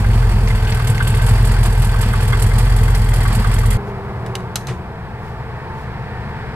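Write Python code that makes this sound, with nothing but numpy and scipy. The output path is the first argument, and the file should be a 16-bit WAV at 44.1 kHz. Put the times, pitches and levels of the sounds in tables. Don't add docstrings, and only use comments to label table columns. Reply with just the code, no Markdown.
import sys
import numpy as np
from scipy import signal
from scipy.fft import rfft, irfft, next_fast_len
from scipy.io import wavfile
from scipy.ndimage import map_coordinates

SR = 44100
rng = np.random.default_rng(int(sys.argv[2]) if len(sys.argv) > 2 else 0)


def store_wav(level_fs):
    pcm = np.round(np.clip(np.atleast_2d(level_fs), -1, 1) * 32767)
    wavfile.write(sys.argv[1], SR, pcm.T.astype(np.int16))


N = 288855
TIME_S = np.arange(N) / SR
ENGINE_CUT_S, THUMP_S = 3.772, 4.683

# time in seconds, firing rate in Hz.
FIRING_RATE = [(0, 42.8), (0.14, 44.41), (0.93, 39.13), (1.35, 43.95), (2.15, 41.17), (2.72, 44.08),
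               (3.3, 41.68), (3.6, 42.77)]
# bank 0 or 1, exhaust level in dB, spit level in dB, burble level in dB.
CYLINDERS = [(0, -4.5, -0.5, 2), (1, -4, -4, -12), (1, -9.5, -5, -23), (0, -1.5, -2.5, -2),
             (1, -2, -6.5, 0), (0, -10.5, 3, -3), (0, -4.5, 2, -18), (1, -2, -7, 2.5)]
BANK, EXHAUST_DB, SPIT_DB, BURBLE_DB = range(4)
# time in seconds, boost in dB.
HARD_FIRINGS = [(0.09, 3), (0.79, 2), (0.905, 9.5), (1.025, 1), (1.1, 6), (1.175, 6), (1.265, 1), (1.33, 5),
                (2.225, 6), (2.31, 4), (2.46, 3.5), (2.83, 3), (3.39, 1.5)]
# start in seconds, level in dB, favoured ring in Hz, fall around it in dB per octave.
HARD_KNOCKS = [(0.5018, -23.5, 2110, 33), (0.799, -20, 1500, 12), (1.003, -12, 1530, 42),
               (1.942, -22, 1190, 27), (2.1343, -16.5, 1256, 9), (2.3292, -13.5, 1900, 6),
               (2.5141, -22, 2057, 18), (2.8783, -21, 1170, 5), (3.2521, -17, 1300, 15),
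               (3.4448, -15, 1280, 17), (3.632, -21, 1233, 23)]
# start in seconds, level in dB, T60 in seconds.
HARD_SPITS = [(0.703, -29, 0.042), (0.8995, -25, 0.051), (1.0776, -27, 0.033), (1.101, -28, 0.067),
              (1.289, -27, 0.079), (1.473, -31, 0.048), (2.421, -28, 0.065), (3.54, -30, 0.049)]
VALVE_TICKS = [(0.4739, -24, 0.044), (0.65, -28, 0.035), (0.7213, -23, 0.057), (0.872, -28, 0.043),
               (0.9802, -21, 0.024), (1.1499, -33, 0.04), (1.565, -33, 0.036), (1.917, -39, 0.035),
               (2.0872, -33, 0.022), (2.302, -38, 0.043), (2.7852, -33, 0.035), (2.9487, -23, 0.045),
               (3.1349, -34, 0.05), (3.5853, -26, 0.04)]
# time in seconds, level in dB, pitch in Hz.
BELT_SQUEAKS = [(3.215, -37, 4300), (3.233, -45, 4900), (3.272, -39, 4420), (3.39, -39, 4600)]
# start in seconds, level in dB, rattle T60 in seconds, struck part.
LOCK_CLICKS = [(4.2622, -28.5, 0.12, "button"), (4.3535, -11, 0.041, "button"), (4.405, -38, .08, "button"),
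               (4.557, -7, 0.079, "latch"), (4.609, -35, 0.11, "latch"), (4.6702, -21, 0.26, "latch")]
# time in seconds, level in dB, half length in seconds.
SCUFFS = [(3.885, -50, .03), (5.273, -52, 0.065), (5.802, -52, 0.057)]
# time in seconds, pitch in Hz, level in dB.
MOTOR_HUM = [(4.4, 119.1, -31), (4.8, 120.7, -36.5), (6.55, 121.2, -41)]
# pitch in Hz, base level in dB.
BLADE_TONES = [(449, -50), (898, -44), (1346, -56.5), (1795, -48)]

# time in seconds, relative level in dB.
LEAK_LEVEL = [(0.4, -45.5), (0.75, -38.5), (1.0, -36.5), (1.6, -37.5), (2.25, -36.5), (2.8, -37.5),
              (3.7, -38)]
BAY_LEVEL = [(0.3, -0.8), (1.0, 0.56)]
SHIELD_LEVEL = [(0.4, -10), (0.68, 0), (0.9, -3), (1.18, 2), (1.35, -6), (1.7, -8), (2.1, -2), (2.6, -12),
                (3.7, -9.5)]
VALVE_LEVEL = [(0.3, -36), (1.6, -32.5), (2.3, -29), (3.7, -26)]
DRONE_LEVEL = [(3.95, 4), (4.15, -1.5), (4.3, 4), (4.55, 0.5)]
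TRAFFIC_FLOW = [(4.3, -2.3), (4.8, -4.5), (6.55, 1.1)]
BLADE_LEVEL = [(4.9, -5.5), (5.6, 1.5)]

# frequency in Hz, relative level in dB, T60 in seconds.
BLOCK_MODES = [(1136, -2, 0.11), (1234.4, 5.5, 0.034), (1464, 4, 0.036), (1575, 2.5, 0.053),
               (1702, -5, 0.034), (2078, 6.5, 0.041), (2800, -16, 0.021), (3330, 1, 0.035)]
ROCKER_COVER_MODES = [(1160, -0.5, 0.045), (1504, -2, 0.053), (1877, 1, 0.04), (2060, -1, 0.074),
                      (3234, -2.5, 0.037), (3370, -5, 0.021), (4457, -8, 0.012)]
BUTTON_MODES = [(2090, -2, 0.05), (2830, 3, 0.028), (2950, 1.5, 0.034), (3430, 0, 0.028), (3810, 6, 0.03),
                (4900, -4, 0.03), (7780, -2, 0.022), (8300, -5, 0.025), (8650, -2, 0.02), (10150, -5, 0.02),
                (13750, -7, 0.022)]
LATCH_MODES = [(830, -3, 0.06), (1344, 1, 0.075), (2950, -6, 0.036), (3910, 3, 0.04), (4150, 5, 0.032),
               (5200, -5, 0.03), (5660, 2, 0.03), (6310, 5.5, 0.028), (7000, -4, 0.025), (7650, 0, 0.027),
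               (8100, -3, 0.028), (9050, 4, 0.02), (11550, 0, 0.02), (13250, -5, 0.02)]
DOOR_MODES = [(79.5, 0, 0.89), (121.3, 13, 0.58), (179.8, 3, 1), (232, -10, 0.14), (372, 2, 0.19),
              (450, 5, 0.22)]
# frequency in Hz, bandwidth in Hz, relative level in dB.
PANEL_MODES = [(386, 82, -10.5), (446, 57, -8.5), (907, 87, 6.5), (1520, 68, -11), (2020, 100, -22)]

# frequency in Hz, relative level in dB.
PIPE = [(10, -41), (27, -45), (37, -23), (43, -12), (58, -14.5), (69, -24.5), (85, -17.5), (101, -15),
        (113, -13), (128, -14.5), (146, -36), (225, -43), (265, -55.5), (700, -77.5)]
PIPE_GAS = [(30, -34), (70, -24), (115, 5), (160, -27), (220, -18), (270, -25), (380, -10),
            (450, -7.5), (560, -13.5), (900, -42)]
MUFFLER = [(90, -39), (140, -3), (158, -3.5), (182, 3.5), (218, -1), (238, -2.5), (270, -25), (400, -53)]
TAILPIPE = [(330, -23), (425, -10), (450, 3), (475, -18), (560, -30.5)]
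KNOCK_CLATTER = [(500, -25), (1150, -8), (1650, -4), (2400, -14), (3400, -9), (6000, -38)]
LEAK_HISS = [(1500, -34), (2800, 0), (4800, -1.5), (6100, -6), (7900, 4.5), (9500, 2), (12500, 1),
             (14000, -7.5), (15800, -39)]
MANIFOLD = [(6800, -27), (7540, 3), (8050, 4), (8450, 0), (9000, 4), (9400, 4), (9700, -12), (9990, -1),
            (10450, -14), (10890, -4), (11400, -13), (14000, -25)]
BAY_WHIRR = [(160, -41), (280, -11), (443, -2), (572, -16), (620, -4.5), (904, -1.5), (1370, -4.5),
             (1550, -7.5), (1750, -3.5), (2080, -9), (2260, -7), (3920, -17), (4550, -10), (6120, -24),
             (7000, -23), (9100, -20), (15400, -120)]
PANEL_DRIVE = [(200, -1), (350, 3.5), (2500, -24.5), (5000, -20)]
SHIELD_RING = [(1400, -35), (1500, -3), (1560, 5), (1610, -9), (1670, -3), (1780, -35)]
SHIELD_RATTLE = [(1750, -30), (2070, 7), (2300, -9), (2520, 4.5), (2900, 1), (3220, 0), (3350, -6),
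                 (3500, 3), (3800, -6), (4030, -28), (4330, 0), (5500, -35)]
TICK_NOISE = [(900, -25), (2100, 19), (3000, 0), (4300, 7), (6000, 5), (8500, -13), (13000, -23),
              (15800, -35)]
# frequency in Hz, relative level in dB.
LOCK_CRACK = [(500, -9), (900, -8), (2000, 0.5), (3400, 2), (6500, -0.5), (10000, -7), (13500, -13),
              (15800, -26)]
DOOR_PARTS = [(200, -13), (400, -4), (800, 3), (2100, 3), (2700, 0), (4500, -11), (9000, -14),
              (15000, -47)]
DOOR_CAVITY = [(60, -25), (115, -6), (200, -5), (270, -19), (350, 7), (480, -5), (580, -45)]
ROAD_RUMBLE = [(12, -10), (30, -6.5), (60, 4.5), (85, 3), (140, 4), (175, -3.5), (200, -1), (238, -7.5),
               (270, -30), (400, -56)]
ROAD_ROAR = [(200, -35), (280, -3), (400, 3.5), (490, 3.5), (580, -5.5), (660, 1.5), (880, 2), (1150, -2),
             (1500, -9.5), (2500, -38)]
TYRE_HISS = [(710, -43), (1200, -8), (1660, 1), (1780, -9), (1900, -3), (2280, -6.5), (2890, -14.5),
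             (4990, -21.5), (6740, -36.5), (8090, -30.5), (15600, -82)]
SCUFF_NOISE = [(2000, 2), (6000, -4), (11000, -9), (15000, -8)]
TREBLE_ROLLOFF = [(13500, 0.5), (15700, -12)]

# frequency in Hz, echo T60 in seconds.
WALL_DECAY = [(200, 0.062), (2000, 0.14), (12000, 0.32)]
# frequency in Hz, left-right correlation of the noise.
COHERENCE = [(100, 0.95), (250, 1), (500, 1), (1000, 0.85), (2000, 1), (4000, 0.39), (10000, 0.13)]


def engine(idle_hz=44, exhaust_db=-11, surge_db_per_hz=0.72, bay_db=-30.5):
    times, cylinders = firings()
    surge_db = surge_db_per_hz * (curves(FIRING_RATE)[0] - idle_hz)
    pipes = amp(exhaust_db + surge_db) * bark(exhaust(times, cylinders))
    pipes = pipes + burble(times, cylinders) + tailpipe(times, cylinders)
    bay_gain = amp(bay_db + curves(BAY_LEVEL)[0] + 1.1 * wobble(5.27))
    bay = bay_gain * engine_bay(times, cylinders) * pan(left_db=-2)
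    ticks = bursts(VALVE_TICKS, TICK_NOISE, rise_s=0.00019)
    return (pipes + bay + leak(times, cylinders) + heat_shield(times, cylinders)
            + knocks(times) + ticks + valves(times) + belt())


def firings(start_phase=0.29):
    phase = np.cumsum(curves(FIRING_RATE)[0]) / SR + start_phase
    k = np.arange(int(phase[-1]))
    return np.interp(k, phase, TIME_S), np.array(CYLINDERS)[k % len(CYLINDERS)]


def exhaust(times, cylinders, bank_lag_s=0.0028, uneven_db=0.2, jitter_s=0.00032, gas_db=-23):
    timing, strength = rng.standard_normal((len(times), 2)).T
    arrivals = times + bank_lag_s * cylinders[:, BANK] + jitter_s * timing
    levels_db = cylinders[:, EXHAUST_DB]
    pulses = impulses(arrivals, amp(levels_db + uneven_db * strength))
    gas = amp(gas_db) * noise(PIPE_GAS)
    gusts = puffs(arrivals, levels_db, rise_s=0.00024, decay_s=0.031, uneven_db=1, jitter_s=0.00235)
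    return resonate(pulses, PIPE) + gas * gusts


def bark(pipes, above_hz=75, half_s=0.021, base_db=-1.84):
    upper = filtered(pipes, lambda hz: hz ** 8 / (hz ** 8 + above_hz ** 8))
    boost_db = sum(db * bell(s, half_s) for s, db in HARD_FIRINGS)
    return pipes - upper + amp(base_db + boost_db) * upper


def burble(times, cylinders, pulse_db=-34.5, gas_db=-34, uneven_db=1.5, jitter_s=0.00024):
    timing, strength = rng.standard_normal((len(times), 2)).T
    levels_db = cylinders[:, BURBLE_DB]
    slugs = impulses(times + jitter_s * timing, amp(levels_db + uneven_db * strength))
    churn = puffs(times, levels_db, rise_s=0.00053, decay_s=0.04, uneven_db=2.5, jitter_s=0.0017)
    return amp(pulse_db) * resonate(slugs, MUFFLER) + amp(gas_db) * churn * noise(MUFFLER)


def tailpipe(times, cylinders, level_db=-40):
    hollow = amp(level_db) * noise(TAILPIPE)
    return hollow * puffs(times, 0.5 * cylinders[:, SPIT_DB],
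                          rise_s=0.011, decay_s=0.042, uneven_db=-0.5, jitter_s=0.0035)


def knocks(times, cylinder=2, late_s=0.0036, light_db=-26, uneven_db=3, ring_hz=1500,
           light_db_per_octave=14, width=0.71, clatter_db=-17, clatter_t60_s=0.19):
    out = np.zeros((2, N))
    turns = times[cylinder::len(CYLINDERS)] + late_s
    scatter = rng.uniform(-1, 1, (len(turns), 2))
    light = [(s, light_db + uneven_db * strength, ring_hz * np.exp(0.23 * pitch), light_db_per_octave)
             for s, (strength, pitch) in zip(turns, scatter)]
    hard_turns = [np.abs(turns - row[0]).argmin() for row in HARD_KNOCKS]
    blows = list(HARD_KNOCKS) + [row for k, row in enumerate(light) if k not in hard_turns]
    for s, level_db, favoured_hz, db_per_octave in blows:
        modes = [(hz, db - db_per_octave * abs(np.log2(hz / favoured_hz)), t60_s)
                 for hz, db, t60_s in BLOCK_MODES]
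        mid, side = [ring(modes, rise_s=0.0044) for _ in range(2)]
        add(out, s, amp(level_db) * np.array([mid + width * side, mid - width * side]))
    jolts = [(s, db + clatter_db, clatter_t60_s) for s, db, *_ in blows]
    return out + bursts(jolts, KNOCK_CLATTER, rise_s=0.00071)


def engine_bay(times, cylinders, whirr_db=-1.5, panel_db=-9):
    def panels(hz):
        return sum((-1) ** k * amp(db) * 1j * hz * width_hz / (mode_hz**2 - hz**2 + 1j * hz * width_hz)
                   for k, (mode_hz, width_hz, db) in enumerate(PANEL_MODES))

    throb = puffs(times, 0.36 * cylinders[:, SPIT_DB],
                  rise_s=0.00036, decay_s=0.033, uneven_db=1.5, jitter_s=0.004)
    whirr = amp(whirr_db) * noise(BAY_WHIRR)
    ringing = amp(panel_db) * unit(filtered(noise(PANEL_DRIVE), panels))
    return throb * (whirr + ringing)


def leak(times, cylinders, late_s=0.0023, hiss_db=-1, whistle_db=-9):
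    jets = puffs(times + late_s, cylinders[:, SPIT_DB],
                 rise_s=0.0027, decay_s=0.012, uneven_db=2.9, jitter_s=0.001)
    hiss = amp(hiss_db + 0.67 * wobble(730)) * noise(LEAK_HISS)
    whistle = amp(whistle_db + 2.6 * wobble(40.7)) * noise(MANIFOLD)
    spits = amp(curves(LEAK_LEVEL)[0]) * jets * (hiss + whistle)
    return (spits + bursts(HARD_SPITS, MANIFOLD, rise_s=0.0011)) * pan(left_db=-6.5)


def heat_shield(times, cylinders, ring_db=-35.5, rattle_db=-36):
    shakes = puffs(times, 0.5 * cylinders[:, SPIT_DB],
                   rise_s=0.00032, decay_s=0.016, uneven_db=1.7, jitter_s=0.0017)
    singing = amp(ring_db) * noise(SHIELD_RING)
    chatter = amp(rattle_db) * shakes * noise(SHIELD_RATTLE)
    return amp(curves(SHIELD_LEVEL)[0]) * (singing + chatter)


def valves(times, uneven_db=3, jitter_s=0.003):
    out = np.zeros((2, N))
    shut_s = np.interp(np.arange(2 * len(times)) / 2, np.arange(len(times)), times)
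    shut_s = shut_s[shut_s < ENGINE_CUT_S]
    strength, timing = rng.standard_normal((len(shut_s), 2)).T
    gains = amp(np.interp(shut_s, *np.transpose(VALVE_LEVEL)) + uneven_db * strength)
    clacks = [np.array([ring(ROCKER_COVER_MODES), ring(ROCKER_COVER_MODES)]) for _ in CYLINDERS]
    for s, gain in zip(np.abs(shut_s + jitter_s * timing), gains):
        add(out, s, gain * clacks[rng.integers(len(clacks))])
    return out


def belt(half_s=0.0063, waver=0.01164):
    return sum(amp(db) * bell(s, half_s) * tone(hz * (1 + waver * wobble(300)))
               for s, db, hz in BELT_SQUEAKS)


def door_lock(ring_db=-2, snap_db=-15, rattle_db=-15.5, snap_t60_s=0.011):
    out, t = np.zeros((2, N)), TIME_S[:SR // 2]
    crack = noise(LOCK_CRACK)
    modes = {"button": BUTTON_MODES, "latch": LATCH_MODES}
    for s, db, t60_s, part in LOCK_CLICKS:
        envelope = amp(snap_db - 60 * t / snap_t60_s) + amp(rattle_db - 60 * t / t60_s)
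        grit = envelope * crack[:, round(s * SR):][:, :len(t)]
        steel = amp(ring_db) * ring(modes[part], rise_s=0.00028, blur_hz=70)
        add(out, s, amp(db) * (grit + steel))
    return out


def door_thump(boom_db=-16, cavity_db=-33, cavity_t60_s=0.56, shudder_db=-27, shudder_t60_s=0.17):
    out, t = np.zeros((2, N)), TIME_S[:SR // 2]
    envelope = (1 - np.exp(-t / 0.002)) * amp(shudder_db - 60 * t / shudder_t60_s)
    shudder = envelope * noise(DOOR_PARTS)[:, :len(t)]
    add(out, THUMP_S, amp(boom_db) * ring(DOOR_MODES, rise_s=0.0044) + shudder)
    return out + bursts([(THUMP_S, cavity_db, cavity_t60_s)], DOOR_CAVITY, rise_s=0.0065)


def walls(x):
    hz, t, bands = signal.stft(rng.standard_normal((2, SR // 2)), SR, nperseg=256)
    decay = amp(-60 * t / along(WALL_DECAY, hz)[:, None])
    _, tail = signal.istft(bands * decay, SR, nperseg=256)
    return signal.fftconvolve(x, tail / np.linalg.norm(tail[0]), axes=1)[:, :N]


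def passing_vehicle(nearest_s=4.17, glide_s=0.298, centre_hz=194.9, fall_hz=20, drone_db=-38.5,
                    octave_db=-40.5, roar_db=-35.5, fade_s=4.38, fade_db_per_s=52):
    rough = 0.025 * wobble(120)
    hz = centre_hz - fall_hz / 2 * np.tanh((TIME_S - nearest_s) / glide_s)
    hz *= 1 + 0.0062 * wobble(20) + rough
    drone = amp(drone_db + 1.3 * wobble(6.2)) * tone(hz)
    drone += amp(octave_db + 1.9 * wobble(30)) * tone(2 * hz)
    fade = (TIME_S > ENGINE_CUT_S) * amp(-fade_db_per_s * np.maximum(TIME_S - fade_s, 0))
    return fade * (amp(curves(DRONE_LEVEL)[0]) * drone + amp(roar_db) * noise(ROAD_ROAR))


def traffic(rumble_db=-28, roar_db=-34, hiss_db=-39):
    flow_db, = curves(TRAFFIC_FLOW)
    rumble = amp(rumble_db + 0.72 * flow_db + 0.26 * wobble(3)) * noise(ROAD_RUMBLE) * pan(left_db=1.5)
    roar = amp(roar_db + 0.27 * flow_db + 0.5 * wobble(5.3)) * noise(ROAD_ROAR)
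    return rumble + roar + amp(hiss_db + flow_db) * noise(TYRE_HISS)


def ventilation():
    hum_hz, hum_db = curves(MOTOR_HUM)
    blur = 0.022 * wobble(150)
    speed = 1 + 0.0062 * wobble(20) + blur
    drift_db, = curves(BLADE_LEVEL)
    blades = sum(amp(db + drift_db + 2.6 * wobble(12)) * tone(hz * speed) for hz, db in BLADE_TONES)
    return amp(hum_db) * tone(hum_hz) + blades


def scuffs():
    return sum(amp(db) * bell(s, half_s) for s, db, half_s in SCUFFS) * noise(SCUFF_NOISE)


def puffs(times, levels_db, rise_s, decay_s, uneven_db, jitter_s):
    timing, strength = rng.standard_normal((len(times), 2)).T
    t = TIME_S[:SR // 8]
    shape = (1 - np.exp(-t / rise_s)) * np.exp(-t / decay_s)
    energy = impulses(times + jitter_s * timing, amp(levels_db + uneven_db * strength) ** 2)
    power = signal.fftconvolve(energy, shape ** 2)[:N]
    return unit(np.sqrt(np.abs(power)))


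def bursts(rows, spectrum, rise_s):
    envelope, t = np.zeros(N), TIME_S[:SR // 4]
    for s, db, t60_s in rows:
        add(envelope, s, (1 - np.exp(-t / rise_s)) * amp(db - 60 * t / t60_s))
    return envelope * noise(spectrum)


def ring(modes, rise_s=0.00005, blur_hz=0):
    t = TIME_S[:SR // 2]
    sound = np.zeros(len(t))
    for hz, db, t60_s in modes:
        decay = rng.choice([-1, 1]) * amp(db + 1.5 * rng.normal() - 60 * t / t60_s)
        phase = 2 * np.pi * hz * t
        if blur_hz > 0:
            phase += np.cumsum(rng.standard_normal(len(t))) * np.sqrt(2 * np.pi * blur_hz / SR)
        sound += decay * np.sin(phase)
    sound *= 1 - np.exp(-t / rise_s)
    return sound / np.abs(sound).max()


def noise(spectrum):
    def mid_side_gains(hz):
        angle = np.arccos(along(COHERENCE, hz)) / 2
        return amp(along(spectrum, hz)) * [np.cos(angle), np.sin(angle)]

    mid, side = filtered(rng.standard_normal((2, N)), mid_side_gains)
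    return unit(np.array([mid + side, mid - side]))


def resonate(pulses, spectrum):
    def minimum_phase(hz):
        cepstrum = irfft(np.log(amp(along(spectrum, hz))))
        half = len(cepstrum) // 2
        cepstrum[1:half] *= 2
        cepstrum[half + 1:] = 0
        return np.exp(rfft(cepstrum))

    return unit(filtered(pulses, minimum_phase))


def filtered(x, response):
    size = 2 * next_fast_len(N)
    return irfft(rfft(x, size) * response(np.fft.rfftfreq(size, 1 / SR)), size)[..., :N]


def from_right(x, lag_s=0.000108):
    return filtered(x, lambda hz: np.exp(np.array([[-1], [1]]) * 1j * np.pi * hz * lag_s))


def pan(left_db):
    return amp([[left_db / 2], [-left_db / 2]])


def tone(hz):
    return np.sqrt(2) * np.sin(2 * np.pi * np.cumsum(hz) / SR)


def impulses(times, gains):
    return np.bincount(np.clip(times * SR, 0, N - 1).astype(int), gains, N)


def bell(centre_s, half_s):
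    return np.exp(-((TIME_S - centre_s) / half_s) ** 2)


def wobble(rate_hz):
    knots = rng.standard_normal(int(N * rate_hz / SR) + 4)
    return map_coordinates(knots, [TIME_S * rate_hz])


def curves(rows):
    times, *columns = np.transpose(rows)
    return [np.interp(TIME_S, times, column) for column in columns]


def along(points, hz):
    knots_hz, values = np.transpose(points)
    return np.interp(np.log(hz + 1), np.log(knots_hz + 1), values)


def add(track, start_s, sound):
    part = track[..., round(start_s * SR):][..., :sound.shape[-1]]
    part += sound[..., :part.shape[-1]]


def amp(db):
    return 10 ** (np.asarray(db) / 20)


def unit(x):
    return x / np.sqrt(np.mean(x ** 2) + 1e-20)


def scene(cut_fade_s=0.0012, echo_db=-12.5):
    engine_gate = np.clip((ENGINE_CUT_S - TIME_S) / cut_fade_s, 0, 1)
    door = door_lock() + door_thump()
    town = traffic() + passing_vehicle() + ventilation()
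    return from_right(engine_gate * engine() + town) + door + amp(echo_db) * walls(door) + scuffs()


def record(dry, ceiling=0.95, top_hz=15750):
    rounded = dry / (1 + np.abs(dry / ceiling) ** 8) ** (1 / 8)
    return filtered(rounded, lambda hz: amp(along(TREBLE_ROLLOFF, hz)) * (hz < top_hz))


dry = scene()
out = record(dry)
store_wav(out)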